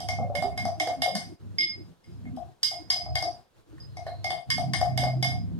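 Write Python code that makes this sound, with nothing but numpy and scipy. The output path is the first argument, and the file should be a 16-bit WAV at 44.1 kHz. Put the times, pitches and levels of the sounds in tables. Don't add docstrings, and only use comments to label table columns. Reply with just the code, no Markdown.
import sys
import numpy as np
from scipy import signal
from scipy.fft import rfft, irfft
from scipy.io import wavfile
from scipy.ndimage import uniform_filter1d

SR = 44100
rng = np.random.default_rng(int(sys.argv[2]) if len(sys.argv) > 2 else 0)


def transcribe(u):
    v = np.clip(np.atleast_2d(u).T, -1, 1)
    q = np.round(v * 32767).astype(np.int16)
    wavfile.write(sys.argv[1], SR, q)


N = 246519
BLOW_SAMPLES = 2 ** 14
TIME = np.arange(BLOW_SAMPLES) / SR
FREQ = np.arange(BLOW_SAMPLES // 2 + 1) * SR / BLOW_SAMPLES

# base, oval mode, first and second family of three-lobed modes, clatter of the spoon;
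# last, second minus first twin in dB.
CLINK_BLOWS = [(0.0024, -39.5, -9, -2.5, 0.5, -6, 0.5, 17), (0.0864, -38, 1.5, 12.5, 5, -16, 6, -14),
               (0.3516, -33.5, 0.5, 8, -9, -11, -3.5, -38), (0.4224, -41, 2, 7, 4.5, -17, 1, -1),
               (0.5756, -35.5, 1, 9.5, -4, -6, -3, -21), (0.6514, -47.5, 8, -13, 10, -8, 13.5, -15),
               (0.7988, -28.5, -3.5, 10.5, -7.5, -8.5, 1, 1.5), (0.8724, -41, 7.5, 1, 4, -16, 4, 2),
               (1.019, -24.5, -7.5, 5.5, -3, -5, -9, 3.5), (1.1518, -32.5, 1, 1.5, 5, -11, 3.5, -5),
               (1.5838, -36, -23, 17.5, -5.5, 12.5, -16, -7), (1.6077, -32, -24, 8, -20, 8, -26, -27),
               (2.0404, -58.5, -11, 8, -12, -4, -3, -9), (2.1131, -66.5, -4, -7, -5.5, 4, 0, -4),
               (2.2518, -60.5, 4, 17.5, -21, -23, -13, 11), (2.3635, -55, -0.5, -17.5, -18, -6, 0, -20),
               (2.6307, -26, -7.5, -3.5, 7, 2.5, 4, -1), (2.7134, -47.5, -21, 11, 6, 3, 6, -21),
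               (2.9012, -27.5, -4, 2.5, 11.5, 6, 5.5, 3.5), (3.1537, -30.5, -1, 8, 5, -6.5, 0, -4),
               (3.2234, -43.5, 3.5, -2, 16, 4.5, 14, 1.5), (3.781, -62, 17.5, -20.5, -9, -18, -8.5, -12),
               (3.8015, -63, 6, -18, 14, 14, 2, -2), (3.9687, -52.5, -6, 13, 5.5, -17, 11.5, -3),
               (4.0657, -49, 15, 10.5, -6, -9, -4, 2), (4.2428, -36.5, -6, 12, 4.5, -10, 2.5, -29),
               (4.3036, -34, -0.5, -1, 4, -24, -7, -22), (4.5021, -27, 0.5, 8.5, 2, -8.5, -1, -3.5),
               (4.5794, -41, -16, -2, 5.5, -15, 5, -21), (4.7344, -28.5, 3.5, 7, 1, -10, -2, -14),
               (4.8114, -43, 9.5, 3.5, 10.5, -3, 10, -23), (4.975, -27.5, -6, 4, -2.5, -10, -2.5, -29),
               (5.0354, -42, 7.5, 10.5, 12, 2.5, 6.5, -2), (5.226, -27.5, -4.5, 9.5, -1, -1, -1, -1),
               (5.2464, -40, 4, 1, 12.5, 0, 6, -8)]
# frequency in Hz before detuning, relative level in dB,
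# 60 dB decay time in seconds, phase lead of the left in radians.
GLASS_MODES = [(1086, -2, 0.028, 0.27), (1505, -9, 0.065, 1.35), (1804, 10, 0.013, 1.1),
               (2143, -1, 0.2, 2.26), (2152, -3, 0.11, 2.86), (3870, -2, 0.092, 0.53),
               (4280, -7.5, 0.11, 1.6), (4910, -6.5, 0.058, 2.2), (4854, 5, 0.05, 2.66),
               (5027, 3.5, 0.18, 1.87), (4995, -2, 0.25, 3.7), (5330, -2, .03, 1.7), (5540, -1.5, .03, 1.5),
               (5750, -2.5, .035, 1.3), (6170, -19, 0.15, 0.55), (8895, -2, 0.035, 0.72),
               (8940, -6, .07, 1.9), (8750, -47, 0.0525, 1.1), (10745, 1.5, 0.018, 1),
               (11520, -6.5, 0.03, 0.7), (13800, -30, 0.071, 1.5), (14800, -38.5, 0.067, 1.5)]
GLASS_FAMILY = [0, 0, 0, 1, 1, 2, 2, 3, 3, 4, 4, 5, 5, 5, 6, 6, 6, 6, 6, 6, 6, 6]
# -1 first twin, 1 second twin, 0 not split;
# in the 5 kHz pair the first is the higher.
TWIN_SIDE = [0, 0, 0, -1, 1, 0, 0, 0, 0, -1, 1, 0, 0, 0, 0, -1, 1, 0, 0, 0, 0, 0]
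# frequency in Hz, width in Hz, relative level in dB.
CRACK_MODES = [(1810, 170, -3.5), (2957, 460, 2), (3396, 780, 4.5), (4260, 980, -3), (4705, 780, -1),
               (5724, 1130, 0), (7950, 2020, -6.5), (11500, 980, -12.5), (13940, 1400, -30)]
CRACK_MODE_FAMILY = [0, 7, 7, 2, 3, 5, 6, 6, 6]
# frequency in Hz, width in Hz, level in dB relative to the crack level.
CONTACT_TICK = [(13000, 9000, 5)]
CLATTER_OFFSET_DB = [-10.5, -3.5, -4]
CLATTER_SLOPE = [0.94, 1.1, 0.39]
# start in seconds, level in dB before a common trim.
KNOCK_BLOWS = [(0.003, -28.5), (0.088, -22.5), (0.185, -20), (0.297, -30), (0.351, -27), (0.423, -16.5),
               (0.575, -29.5), (0.652, -17), (0.803, -20.5), (0.873, -18), (1.02, -22.5), (1.059, -20.5),
               (1.153, -27.5), (2.254, -48), (2.371, -30.5), (2.714, -31), (2.901, -36), (2.959, -31.5),
               (3.06, -29), (3.155, -23), (3.224, -20), (3.969, -32), (4.015, -52), (4.065, -32),
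               (4.078, -34.5), (4.243, -23.5), (4.304, -22), (4.327, -26), (4.58, -20), (4.739, -26.5),
               (4.812, -15.5), (4.975, -22), (5.036, -17.5), (5.225, -23.5), (5.316, -30.5)]
# frequency in Hz, width in Hz, relative level in dB.
COLUMN_MODES = [(702.4, 38.7, 3), (766, 77, -12), (644.7, 83.8, -4.5), (711.3, 276, -8), (583.4, 175, -18),
                (1230, 453, -11)]
# start in seconds, level in dB, initial frequency in Hz.
BUBBLES = [(0.199, -32.5, 509), (0.243, -32.5, 551), (0.299, -26.5, 573), (0.349, -25, 558.5),
           (0.389, -29, 596), (0.44, -34.5, 377), (0.872, -32, 489), (1.076, -30, 531), (4.065, -26, 640),
           (5.03, -23, 613.3)]
# time in seconds, level in dB before a common gain.
SCRAPE_LEVEL = [(3.88, -85), (3.898, -70), (3.99, -69), (4.06, -67), (4.082, -51.5), (4.228, -65),
                (4.235, -54)]
# centre in seconds, frequency in Hz, level in dB.
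LOW_BUMPS = [(0.219, 223, -38), (0.44, 244, -41.5), (0.65, 220, -33.5), (0.829, 313, -41.5),
             (0.91, 314, -44.5), (1.0, 260, -43.5), (1.169, 190, -34), (1.321, 318, -44), (1.631, 320, -43),
             (1.802, 326, -46.5), (2.12, 334, -50.5), (2.27, 239, -38), (2.351, 245, -40),
             (2.821, 308, -49), (3.274, 320, -41), (3.73, 314, -47.5), (4.31, 345, -52), (4.74, 316.5, -48),
             (5.199, 325, -41.5)]
# time in seconds, deep and middle rumble level in dB before a common gain.
RUMBLE_LEVELS = [(0.0, -41, -53), (0.68, -40, -48), (0.82, -49, -58.5), (1.3, -46, -51.5),
                 (1.8, -52.5, -56.5), (2.12, -50.5, -57), (2.3, -42.5, -47.5), (2.52, -50, -63.5),
                 (2.7, -52.5, -66.5), (3.0, -52, -60.5), (3.12, -33, -65), (3.25, -43.5, -60),
                 (3.4, -52, -61.5), (3.58, -69, -80.5), (3.78, -41, -63), (4.4, -48.5, -56.5),
                 (4.55, -36, -43.5), (5.59, -38.5, -42.5)]
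# frequency in Hz, width in Hz, relative level in dB.
DEEP_MODES = [(72.7, 14.3, -4.5), (101.1, 7.1, 3.3), (130.4, 22.8, -4.5)]
RUMBLE_MODES = [(173, 30, 5.5), (214, 49, -4.5), (229.5, 68, 0.5)]
UPPER_MODES = [(320.4, 32, -3.7), (385, 120, -12)]
# frequency in Hz, relative level in dB per Hz.
HISS_COLOUR = [(150, -13.5), (300, -16), (500, -10.5), (1640, -14), (4370, -20), (9000, -31.5),
               (16000, -41.5)]
# middle in seconds, length in seconds, depth in dB for the rumble bands.
LEVEL_DROPS = [(1.376, 0.045, -35), (2.0, .14, -23), (2.583, 0.1, -24), (3.493, 0.13, -30),
               (3.65, 0.074, -23.5), (4.44, 0.065, -20)]
# time in seconds, frequency in Hz, level in dB before the stereo gains and end fades.
DRONE_COURSE = [(4.55, 139.8, -49), (4.584, 140, -66), (4.608, 138.9, -43), (4.666, 133.6, -29.5),
                (4.792, 128.4, -43), (4.908, 129.1, -30.5), (5.192, 128.2, -26), (5.5, 131.7, -47.5)]
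# frequency in Hz, level in dB per bin below which sound is pushed down.
SUPPRESSOR_THRESHOLD = [(300, -110), (600, -72), (2000, -72), (5000, -75), (9000, -94), (16000, -113)]

ROOM_T60_LOW_S, ROOM_T60_HIGH_S, ROOM_TURN_HZ = 0.34, 0.33, 6070
CLINK_PAN_DB, KNOCK_PAN_DB, PAN_SCATTER_DB, CLATTER_SCATTER_DB = -1.5, 2, 3.52, 1.5
RISE_S = 0.0013
FAR_WALL_S = 0.04
BUMP_S, BUMP_WIDTH_HZ = 0.036, 50
UPPER_DB, HISS_DB, HISS_DROP_SHARE = -63.5, -56.5, 0.15
FLICKER_DB, FLICKER_PER_S = 2.5, 12
TOP_HZ = 16000


def clinks(follow=0.71):
    out = np.zeros((2, N + BLOW_SAMPLES))
    hz, db, t60, lead = np.transpose(GLASS_MODES)[:, :, None]
    crack_parts = np.array([resonances([mode], FREQ, order=2) * (-1) ** k
                            for k, mode in enumerate(CRACK_MODES)])
    delay = np.exp(-2j * np.pi * FREQ / SR)

    def ring(pole, start):
        numerator = np.sin(start) + np.imag(pole * np.exp(-1j * start)) * delay
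        return numerator / (1 - 2 * np.real(pole) * delay + np.abs(pole) ** 2 * delay ** 2)

    for s, crack_db, base, oval_db, first_db, second_db, clatter_db, twin_db in CLINK_BLOWS:
        scatter_db = CLATTER_SCATTER_DB * rng.standard_normal(len(CLATTER_OFFSET_DB))
        shaft, bowl, high = clatter_db * np.array(CLATTER_SLOPE) + CLATTER_OFFSET_DB + scatter_db
        family_db = [base, oval_db, shaft, first_db, second_db, bowl, high]
        pan_db = CLINK_PAN_DB + PAN_SCATTER_DB * rng.standard_normal()

        share = 1 / (1 + undb(-2 * twin_db * np.array(TWIN_SIDE)[:, None]))
        size = np.sqrt(2 * share) * undb(db + np.array(family_db)[GLASS_FAMILY, None])
        detune = 1 + 0.0006 * rng.standard_normal(hz.shape)
        pole = np.exp((2j * np.pi * hz * detune - np.log(1000) / t60) / SR)
        start = 2 * np.pi * rng.random(hz.shape) + np.array([lead, -lead]) / 2
        fast_pole = pole * np.exp(-1 / (RISE_S * SR))
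        wall = np.sum(size * (ring(pole, start) - ring(fast_pole, start)), axis=1)

        body = undb(follow * np.append(family_db, 0)[CRACK_MODE_FAMILY]) @ crack_parts
        chatter = rng.standard_normal((2, BLOW_SAMPLES)) * np.exp(-TIME / 0.0052)
        tail = room()
        spoon = undb(10.0) * rfft(chatter) * body * (1 + undb(4.5) * tail)
        tick = undb(follow * high) * resonances(CONTACT_TICK, FREQ, order=2)
        blow = tick + spoon + wall * (1 + undb(1.74) * tail)
        add(out, s, undb(crack_db) * blow, pan_db)
    return out[:, :N]


def knocks(push_s=0.00045):
    out = np.zeros((2, N + BLOW_SAMPLES))
    push = np.exp(-((TIME - 3 * push_s) / push_s) ** 2)
    body = resonances(COLUMN_MODES, FREQ, order=2) * rfft(push)
    body = body / np.abs(irfft(body)).max()
    echo = resonances([(704.3, 37.5, 0.5)], FREQ) * np.exp(-2j * np.pi * FREQ * FAR_WALL_S)
    for s, db in KNOCK_BLOWS:
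        heard = body * (1 + echo + undb(3.5) * room(alike_hz=787.0))
        pan_db = KNOCK_PAN_DB + PAN_SCATTER_DB * rng.standard_normal()
        add(out, s, undb(db - 2.33) * heard, pan_db)
    return out[:, :N]


def glugs(cycles=8.5, glide_per_s=1.31):
    out = np.zeros((2, N + BLOW_SAMPLES))
    for s, db, hz in BUBBLES:
        tone = np.sin(2 * np.pi * hz * TIME * (1 + glide_per_s * TIME))
        decay = np.exp(-TIME * hz / cycles)
        bubble = tone * decay * np.minimum(TIME / 0.002, 1)
        add(out, s, undb(db) * rfft(bubble) * (1 + undb(-0.5) * room()), 0)
    return out[:, :N]


def scrape():
    f, t = np.arange(N // 2 + 1) * SR / N, np.arange(N) / SR
    contact = (t > SCRAPE_LEVEL[0][0]) * (t < SCRAPE_LEVEL[-1][0])
    touching = uniform_filter1d(1. * contact, size=400)
    singing = pair(resonances([(4150, 350, 0)], f, order=2), likeness=0.39, lead=0.98)
    return touching * undb(curve(SCRAPE_LEVEL)[0] + 2.5) * singing


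def bumps(lead=1.47):
    out = np.zeros((2, N + BLOW_SAMPLES))
    for s, hz, db in LOW_BUMPS:
        band = resonances([(hz, BUMP_WIDTH_HZ, 0)], FREQ, order=2)
        tone = unit(irfft(rfft(rng.standard_normal(BLOW_SAMPLES)) * band))
        puff = rfft(tone * np.exp(-((TIME - 0.1) / BUMP_S) ** 2))
        add(out, s - 0.1, undb(db) * np.array([puff, puff * np.exp(-1j * lead)]), 0)
    return out[:, :N]


def drone():
    hz, db = curve(DRONE_COURSE)
    rise = np.interp(np.arange(N) / SR, [4.5, 4.58, 5.45, 5.55], [0, 1, 1, 0])
    phase = 2 * np.pi * np.cumsum(hz) / SR
    left = undb(-4.5) * np.sin(phase + 0.15)
    right = undb(1.0) * np.sin(phase)
    return np.sqrt(2) * rise * undb(db) * np.array([left, right])


def behind():
    f, t = np.arange(N // 2 + 1) * SR / N, np.arange(N) / SR
    deep_db, rumble_db = curve(RUMBLE_LEVELS)
    drop_db = sum(db * np.exp(-(2 * (t - s) / length) ** 4) for s, length, db in LEVEL_DROPS)

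    def level(db):
        return undb(db + drop_db + FLICKER_DB * walk(FLICKER_PER_S))

    deep = pair(resonances(DEEP_MODES, f, order=2), likeness=0.98, lead=2.26)
    rumble = pair(resonances(RUMBLE_MODES, f, order=2), likeness=0.78, lead=1.41)
    upper = pair(resonances(UPPER_MODES, f, order=2), likeness=0.34, lead=1.8)
    hiss = pair(gain_at(HISS_COLOUR, f), likeness=0.37, lead=1.06)
    low = level(deep_db + 3.0) * deep + level(rumble_db + 3.0) * rumble + level(UPPER_DB) * upper
    return low + undb(HISS_DB + HISS_DROP_SHARE * drop_db) * hiss


def room(gap_s=0.0048, alike_hz=937.0):
    noise = rng.standard_normal((2, BLOW_SAMPLES)) * np.clip(TIME / gap_s - 1, 0, 1)
    low, high = (rfft(noise * 1000 ** (-TIME / t60)) for t60 in (ROOM_T60_LOW_S, ROOM_T60_HIGH_S))
    share = 1 / (1 + (FREQ / ROOM_TURN_HZ) ** 2)
    tail = (share * low + (1 - share) * high) / np.sqrt(SR * ROOM_T60_LOW_S / (2 * np.log(1000)))
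    alike = 1 / (1 + (FREQ / alike_hz) ** 4)
    return np.array([tail[0], np.sqrt(alike) * tail[0] + np.sqrt(1 - alike) * tail[1]])


def add(out, s, blow, pan_db):
    i = int(s * SR)
    fade = np.minimum(TIME[::-1] / 0.05, 1)
    out[:, i:i + BLOW_SAMPLES] += irfft(blow) * fade * undb([[pan_db / 2], [-pan_db / 2]])


def resonances(modes, f, order=1):
    total = 0
    for k, (hz, width_hz, db) in enumerate(modes):
        band = 1j * f * width_hz / (hz ** 2 - f ** 2 + 1j * f * width_hz)
        total = total + (-1) ** k * undb(db) * band ** order
    return total


def pair(gain, likeness, lead):
    a, b = (rfft(rng.standard_normal(N)) * gain for _ in range(2))
    c = np.clip(likeness, 0, 1)
    right = c * a * np.exp(-1j * lead) + np.sqrt(1 - c ** 2) * b
    return unit(irfft(np.array([a, right]), N))


def walk(rate):
    k = int(SR / rate)
    steps = np.repeat(rng.standard_normal(N // 500), k)
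    return 1.33 * uniform_filter1d(uniform_filter1d(steps, k), k)[:N]


def gain_at(points, f):
    hz, db = np.transpose(points)
    return undb(np.interp(np.log(f + 1), np.log(hz), db))


def curve(table):
    s, *columns = np.transpose(table)
    return [np.interp(np.arange(N) / SR, s, c) for c in columns]


def undb(db):
    return 10 ** (np.asarray(db) / 20)


def unit(x):
    return x / np.sqrt(np.mean(x ** 2))


def suppress(x, depth_db=-15.5, steep=0.59):
    f, _, z = signal.stft(x, SR, nperseg=512)
    power = np.mean(np.abs(z) ** 2, axis=0)
    power = uniform_filter1d(power, size=9, axis=0)
    power = uniform_filter1d(power, size=3, axis=1)
    above = (np.maximum(power, 0) / gain_at(SUPPRESSOR_THRESHOLD, f)[:, None] ** 2) ** steep
    gain = undb(depth_db) + (1 - undb(depth_db)) * above / (1 + above)
    return signal.istft(z * gain, SR, nperseg=512)[1][:, :N]


def scene():
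    return clinks() + knocks() + glugs() + scrape() + bumps() + drone() + behind()


def record(dry):
    f = np.arange(N // 2 + 1) * SR / N
    heard = irfft(rfft(dry) * (1 - resonances([(2160, 1530, 4.29)], f)), N)
    top_cut = signal.ellip(10, .2, 80, TOP_HZ, fs=SR, output="sos")
    return signal.sosfilt(top_cut, suppress(heard))


dry = scene()
out = record(dry)
transcribe(out)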